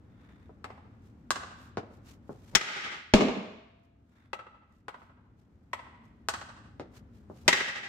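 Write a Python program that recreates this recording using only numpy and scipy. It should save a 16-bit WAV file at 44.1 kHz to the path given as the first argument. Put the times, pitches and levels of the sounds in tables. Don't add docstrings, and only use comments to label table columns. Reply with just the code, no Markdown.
import sys
import numpy as np
from scipy import signal
from scipy.fft import rfft, irfft, next_fast_len
from scipy.io import wavfile
from scipy.ndimage import uniform_filter1d, minimum_filter1d

SR = 44100
rng = np.random.default_rng(int(sys.argv[2]) if len(sys.argv) > 2 else 0)


def unload_audio(sound):
    columns = np.transpose(np.atleast_2d(sound))
    steps = np.round(np.clip(columns, -1, 1) * 32767)
    wavfile.write(sys.argv[1], SR, steps.astype(np.int16))


N = 347508
SIZE = 3 * 2 ** 14
AGE, TIME = np.arange(SIZE) / SR, np.arange(N) / SR
FADE = np.minimum((AGE[-1] - AGE) / .2, 1)

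# (time [s], level [dB], tilt [dB/octave], stick ring [dB], ball ring [dB], shaft [dB],
# echo [dB], flutter [dB], room [dB], knock pitch [Hz], its boost [dB], echo delay [s], pan [dB],
# noise burst [s])
SHOT_HITS = [(2.5510, 6.5, -.55, -12, -2, -21, -13, -20.5, -2.6, 1290, 3, .059, 6.5, .009),
             (7.4792, -5.3, .1, -9, -17, -5.5, -6.5, -16.5, 3.8, 1940, 4, .048, 2.5, .005)]
# (time [s], level [dB], room [dB], echo delay [s], pan [dB])
GOAL_HIT = (3.1372, -4.6, 2.2, .069, 1.5)
# (time [s], level [dB], tilt [dB/octave], stick ring [dB], pan [dB], room [dB], echo [dB],
# noise burst [s], low knock [Hz], its boost [dB], high knock [Hz], its boost [dB])
TAP_HITS = [(0.6420, -40, -1.5, -15, 3, 1.5, -9, .003, 850, 4, 1230, 2),
            (4.3312, -30.5, -.6, 2, 5, -1, -6, .003, 1325, 3, 2650, 3),
            (4.8820, -33, -1.1, -12, 3.5, 1, -7, .003, 1030, 3, 1380, 4),
            (5.7315, -32.3, .7, -11, 1.5, 2.5, -13, .005, 1000, 7, 1980, 7)]
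LIFT_HITS = [(1.3060, -26.5, -.55, -18, 2, 2.2, -8, 0, 1130, 4, 1600, 3),
             (6.2863, -27.6, .3, -18, 2, 2.2, -5.5, 0, 1200, 4, 1720, 4)]
# (time [s], level [dB], tilt [dB/octave], treble cutoff [Hz])
LANDINGS = [(0.493, -56, 0, 1500), (1.7716, -34, .5, 9000), (2.2925, -42, -1.5, 1400),
            (6.7970, -41.5, .7, 9000), (7.2985, -47, -1.5, 1400)]
# (middle time [s], half length [s], level [dB])
SCUFF_MOVES = [(1.07, .05, -75), (1.63, .08, -67), (1.95, .04, -70), (2.10, .06, -59), (2.33, .09, -72),
               (3.85, .03, -77), (4.16, .13, -75), (4.76, .07, -71), (5.02, .1, -72), (5.41, .04, -76),
               (6.06, .04, -76), (6.965, .04, -60.5), (7.17, .05, -75)]
SHUFFLE_MOVES = [(0.30, .25, -66), (4.21, .13, -60.5)]

# (frequency [Hz], level [dB])
SHOT_TONE = [(40, -11), (120, -10), (230, -15), (380, -12), (650, -12.5), (900, -11), (1250, -2),
             (2000, -2), (2700, -5), (3400, -4.5), (4300, -10), (5400, -8.5), (7000, -11.5), (8500, -18),
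             (10500, -31), (12500, -25), (16000, -52)]
BOARD_TONE = [(30, 1), (60, -8), (120, -9), (190, 2), (400, 1.5), (680, 0), (1000, -5.5), (1400, -12),
              (2300, -9.5), (4000, -15), (7000, -21.5), (10500, -41), (13000, -42), (16000, -60)]
TAP_TONE = [(60, -32), (200, -19), (420, -7), (650, -4), (950, 0), (1700, -7), (2700, -12), (5000, -21),
            (6800, -27), (8300, -23), (10500, -40), (13000, -34), (16000, -48)]
LIFT_TONE = [(60, -30), (200, -13), (450, -11), (750, -5), (1000, -1), (1550, -1.5), (2150, -15),
             (2800, -11), (3600, -12), (8300, -13), (10500, -31), (12500, -26), (16000, -50)]
BOUNCE_TONE = [(40, -19), (130, -2), (220, -1), (480, 1.5), (750, -6), (1200, -11), (2100, -19),
               (3300, -29), (4400, -29), (8000, -43), (16000, -54)]
ECHO_TONE = [(50, -18), (110, -4), (200, 1), (400, -1), (800, -1), (2000, -1.5), (5000, -3.5),
             (13000, -4.5)]
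RUMBLE_TONE = [(25, -28), (40, -13), (60, -3), (105, 0), (145, -9), (236, -5), (384, -18), (650, -26),
               (1000, -28.5), (1440, -31), (2760, -43), (4500, -50), (7500, -55), (10400, -66),
               (13200, -61), (16000, -72)]
# (pitch [Hz], level [dB], fade time [s])
STICK_MODES = [(415, -19, .06), (490, -17, .04), (815, -9, .07), (975, -16, .045), (1320, 0, .05),
               (1820, -16, .035), (1935, -8, .05), (2100, -18, .04), (2400, -19, .03), (2660, -13, .035),
               (3320, -17, .03), (5430, -27, .015)]
SHAFT_MODES = [(150, -10, .06), (395, 0, .06), (625, -1, .05), (970, 0, .05)]
BALL_MODES = [(3350, -6, .012), (4950, -6, .012), (5430, 0, .014), (6000, -3, .008), (7010, -2, .009)]
BOARD_MODES = [(45, -11, .07), (175, -12, .09), (195, -3, .09), (223, 0, .08), (275, -3.5, .06),
               (411, -6, .07), (490, -11, .06), (628, -10, .09), (678, -43, 1.7), (2320, -41, .45),
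               (2490, -38, .55), (3520, -44, .7)]
# (frequency [Hz], fade time [s])
ROOM_FADES = [(100, .58), (250, .62), (600, .75), (1400, .92), (3000, .91), (6000, .67), (13000, .44)]


def shots():
    out = np.zeros((2, N))
    for (s, db, tilt_db, stick_db, ball_db, shaft_db, echo_db, flutter_db, room_db,
         knock_hz, knock_db, echo_s, pan_db, burst_s) in SHOT_HITS:
        knocks = [(1940, 3), (knock_hz, knock_db)]
        crack = click(SHOT_TONE, tilt_db, knocks) + amp(stick_db) * ring(STICK_MODES, tilt_db, knocks)
        place = dict(echo_s=echo_s, pan_db=pan_db, burst_s=burst_s)
        walls = dict(echo_db=echo_db, echo_hz=7000, slap_s=.009,
                     flutter_db=flutter_db, flutter_hz=3000, loss_db=-2.8)
        add(out, s, basement(amp(db) * crack, room_db, near_db=0, near_s=.011, **place, **walls))
        add(out, s, basement(amp(db + shaft_db) * ring(SHAFT_MODES), room_db=-10, **place))
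        add(out, s, basement(amp(db + ball_db) * ring(BALL_MODES), room_db=-18, near_db=-9, **place))
    return out


def goal():
    out = np.zeros((2, N))
    s, db, room_db, echo_s, pan_db = GOAL_HIT
    walls = dict(echo_s=echo_s, pan_db=pan_db, echo_db=-11, slap_s=.02,
                 flutter_db=-17, loss_db=-9, trip_s=.076)
    slam = amp(db) * click(BOARD_TONE)
    add(out, s, basement(slam, room_db, burst_s=.005, near_s=.022, **walls))
    boom = amp(db + 2.5) * ring(BOARD_MODES)
    add(out, s, basement(boom, room_db=3, near_db=-7, **walls))
    return out


def stick_taps(hits, tone, echo_s):
    out = np.zeros((2, N))
    for (s, db, tilt_db, ring_db, pan_db, room_db, echo_db, burst_s,
         low_hz, low_db, high_hz, high_db) in hits:
        knocks = [(low_hz, low_db), (high_hz, high_db)]
        knock = click(tone, tilt_db, knocks) + amp(ring_db) * ring(STICK_MODES, tilt_db, knocks)
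        walls = dict(echo_db=echo_db, flutter_db=echo_db - 6.5, flutter_s=.011, flutter_hz=2000)
        add(out, s, basement(amp(db) * knock, room_db, echo_s, pan_db, burst_s, **walls))
    return out


def bounces():
    out = np.zeros((2, N))
    for s, db, tilt_db, cutoff_hz in LANDINGS:
        cushion = signal.butter(4, cutoff_hz, fs=SR, output="sos")
        thud = amp(db) * signal.sosfilt(cushion, click(BOUNCE_TONE, tilt_db))
        add(out, s, basement(thud, room_db=-1, echo_s=.058, pan_db=1.5,
                             near_db=2, near_s=.018, echo_db=-14, flutter_db=-19))
    return out


def click(tone, tilt_db=0, knocks=(), size=4096, spread_s=.0008, ripple_db=1.8, ripple_hz=110):
    hz = np.fft.rfftfreq(size, 1 / SR)
    ripple = np.interp(hz / ripple_hz, np.arange(size), rng.standard_normal(size))
    db = read(tone, hz) + ripple_db * ripple * np.minimum(hz / 800, 1)
    db += tilt_db * np.log2(np.maximum(hz, 100)) + spot_boost(hz, knocks)
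    cepstrum = irfft(np.log(amp(db)))
    cepstrum[1:size // 2] *= 2
    cepstrum[size // 2 + 1:] = 0
    bending = 4j * np.pi * spread_s * np.sqrt(1000 * hz)
    pulse = irfft(np.exp(rfft(cepstrum) - bending))
    window = np.minimum(np.arange(size) / 10, 1) * np.linspace(1, 0, size)
    return np.pad(normalize(pulse * window), (0, SIZE - size))


def ring(modes, tilt_db=0, knocks=()):
    out = 0
    for k, (hz, db, fade_s) in enumerate(modes):
        strength = amp(db + tilt_db * np.log2(hz) + spot_boost(hz, knocks))
        envelope = strength * amp(-60 * AGE / fade_s)
        out += (-1) ** k * envelope * np.sin(2 * np.pi * hz * AGE)
    return normalize(out * FADE)


def spot_boost(hz, knocks, width_octaves=.15):
    hz = np.maximum(hz, 1)
    return sum(db * np.exp(-(np.log2(hz / pitch) / width_octaves) ** 2) for pitch, db in knocks)


def direct_sound(burst_s, lag_s=.00008, size=1024):
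    gate = np.clip((burst_s - AGE[:size]) * SR, 0, 1)
    burst = irfft(stereo_spectrum(size, 2500)[1]) * gate
    blow = burst * amp(8) / np.sqrt(1 + burst_s * SR)
    blow[0, 0] += 1
    blow[1, int(lag_s * SR)] += 1
    blow /= np.linalg.norm(blow, axis=1, keepdims=True)
    return np.pad(blow, ((0, 0), (0, SIZE - size)))


def basement(knock, room_db, echo_s, pan_db, burst_s=0, near_db=-2, near_s=.012,
             echo_db=-8, echo_hz=5000, slap_s=.013,
             flutter_db=-14.5, flutter_hz=2400, flutter_s=.013, loss_db=-5.5, trip_s=.0745):
    hz, spectrum = stereo_spectrum(SIZE)
    direct = direct_sound(burst_s)
    nearby = amp(near_db) * irfft(stereo_spectrum(SIZE, 800)[1]) * scatter(.002, near_s, .001)
    slap = amp(echo_db) * scatter(echo_s, slap_s, .0005) * irfft(spectrum / np.hypot(1, hz / echo_hz))
    trips = 0
    for k in range(1, 5):
        smear = scatter(echo_s + k * trip_s, k * flutter_s, k ** 2 * .0008)
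        trips += amp(flutter_db + (k - 1) * loss_db) * smear
    flutter = trips * irfft(spectrum / np.hypot(1, hz / flutter_hz))
    far = amp(-5.9) * room_tail() + slap + flutter
    far = irfft(rfft(far * FADE) * amp(room_db + read(ECHO_TONE, hz)))
    response = (direct + nearby) * pan(pan_db) + far * FADE
    return signal.fftconvolve(knock[None], response, axes=1)


def scatter(delay_s, decay_s, rise_s):
    age = np.maximum(AGE - delay_s, 0)
    shape = np.exp(-age / decay_s) * (1 - np.exp(-age / rise_s))
    return shape / np.linalg.norm(shape)


def room_tail(build_s=.03):
    hz, spectrum = stereo_spectrum(SIZE)
    centres, fades = np.transpose(ROOM_FADES)
    tail = 0
    for share, fade_s in zip(np.eye(len(centres)), fades):
        band = irfft(spectrum * read(np.c_[centres, share], hz))
        tail += band * amp(-60 * AGE / fade_s)
    return tail * (1 - np.exp(-AGE / build_s)) / np.sqrt(SR / 20)


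def player():
    grain = amp(3 * wander(per_s=200))
    brush = noise([(200, -12), (1200, 0), (3000, -4), (7000, -7), (10500, -16), (13000, -12),
                   (16000, -27)])
    whoosh = noise([(30, -6), (110, 0), (400, -8), (1200, -20), (4000, -40), (12000, -55)])
    shuffle = noise([(300, -12), (800, -3), (1430, 0), (2000, -2), (3200, -15), (3600, -6),
                     (4000, -17), (5500, -23), (14000, -36)])
    windups = swells([(s - .05, .12, -67) for s, *_ in SHOT_HITS])
    swings = swells([(s - .003, .028, -45) for s, *_ in SHOT_HITS])
    rustle = amp(-88 + 4 * wander(per_s=7))
    rubbing = brush * (swells(SCUFF_MOVES) + windups + rustle) + shuffle * swells(SHUFFLE_MOVES)
    return grain * rubbing + whoosh * swings


def rumble(level_db=-54, pan_db=1.2):
    return noise(RUMBLE_TONE) * amp(level_db) * pan(pan_db)


def swells(moves):
    return sum(amp(db) * np.exp(-2 * ((TIME - s) / half_s) ** 2) for s, half_s, db in moves)


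def wander(per_s):
    values = rng.standard_normal(4096)
    return np.interp(TIME * per_s, np.arange(len(values)), values)


def noise(tone):
    hz, spectrum = stereo_spectrum(next_fast_len(N, True))
    x = irfft(spectrum * amp(read(tone, hz)))[:, :N]
    return x / x.std()


def stereo_spectrum(size, wide_hz=1100):
    hz = np.fft.rfftfreq(size, 1 / SR)
    mid, side = rfft(rng.standard_normal((2, size)))
    width = np.clip(hz / wide_hz, .16, 1)
    return hz, (mid + np.array([[1], [-1]]) * width * side) / np.sqrt(1 + width ** 2)


def amp(db):
    return 10 ** (np.asarray(db) / 20)


def pan(db):
    return amp([[db / 2], [-db / 2]])


def read(table, hz):
    frequencies, values = np.transpose(table)
    return np.interp(np.log(np.maximum(hz, 1)), np.log(frequencies), values)


def normalize(x):
    return x / np.sqrt(np.sum(x ** 2) / (SR / 50))


def add(out, s, x):
    start = int(s * SR)
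    out[:, start:start + x.shape[1]] += x[:, :N - start]


def scene():
    taps = stick_taps(TAP_HITS, TAP_TONE, echo_s=.059)
    lifts = stick_taps(LIFT_HITS, LIFT_TONE, echo_s=.0505)
    return taps + lifts + bounces() + shots() + goal() + player() + rumble()


def recover(duck_db, db_per_s):
    return np.maximum.accumulate(duck_db + db_per_s * TIME) - db_per_s * TIME


def record(dry, limit_db=-9.3, attack_s=.002, hold_s=1.55, max_held_db=8.5, top_hz=16100):
    window, hold = int(attack_s * SR), int(hold_s * SR)
    sensed = signal.sosfilt(signal.butter(1, 320, "highpass", fs=SR, output="sos"), dry)
    power = uniform_filter1d(np.max(sensed ** 2, axis=0), window)
    over_db = np.maximum(10 * np.log10(np.abs(power) + 1e-12) - limit_db, 0)
    capped_db = np.minimum(over_db, max_held_db)
    held_db = -minimum_filter1d(-capped_db, hold, mode="constant", origin=(hold - 1) // 2)
    duck_db = np.maximum(recover(over_db, db_per_s=62), recover(held_db, db_per_s=4.4))
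    limited = dry * amp(-uniform_filter1d(duck_db, window))
    treble_cut = signal.ellip(8, .2, 70, top_hz, fs=SR, output="sos")
    return signal.sosfilt(treble_cut, np.tanh(limited))


dry = scene()
out = record(dry)
unload_audio(out)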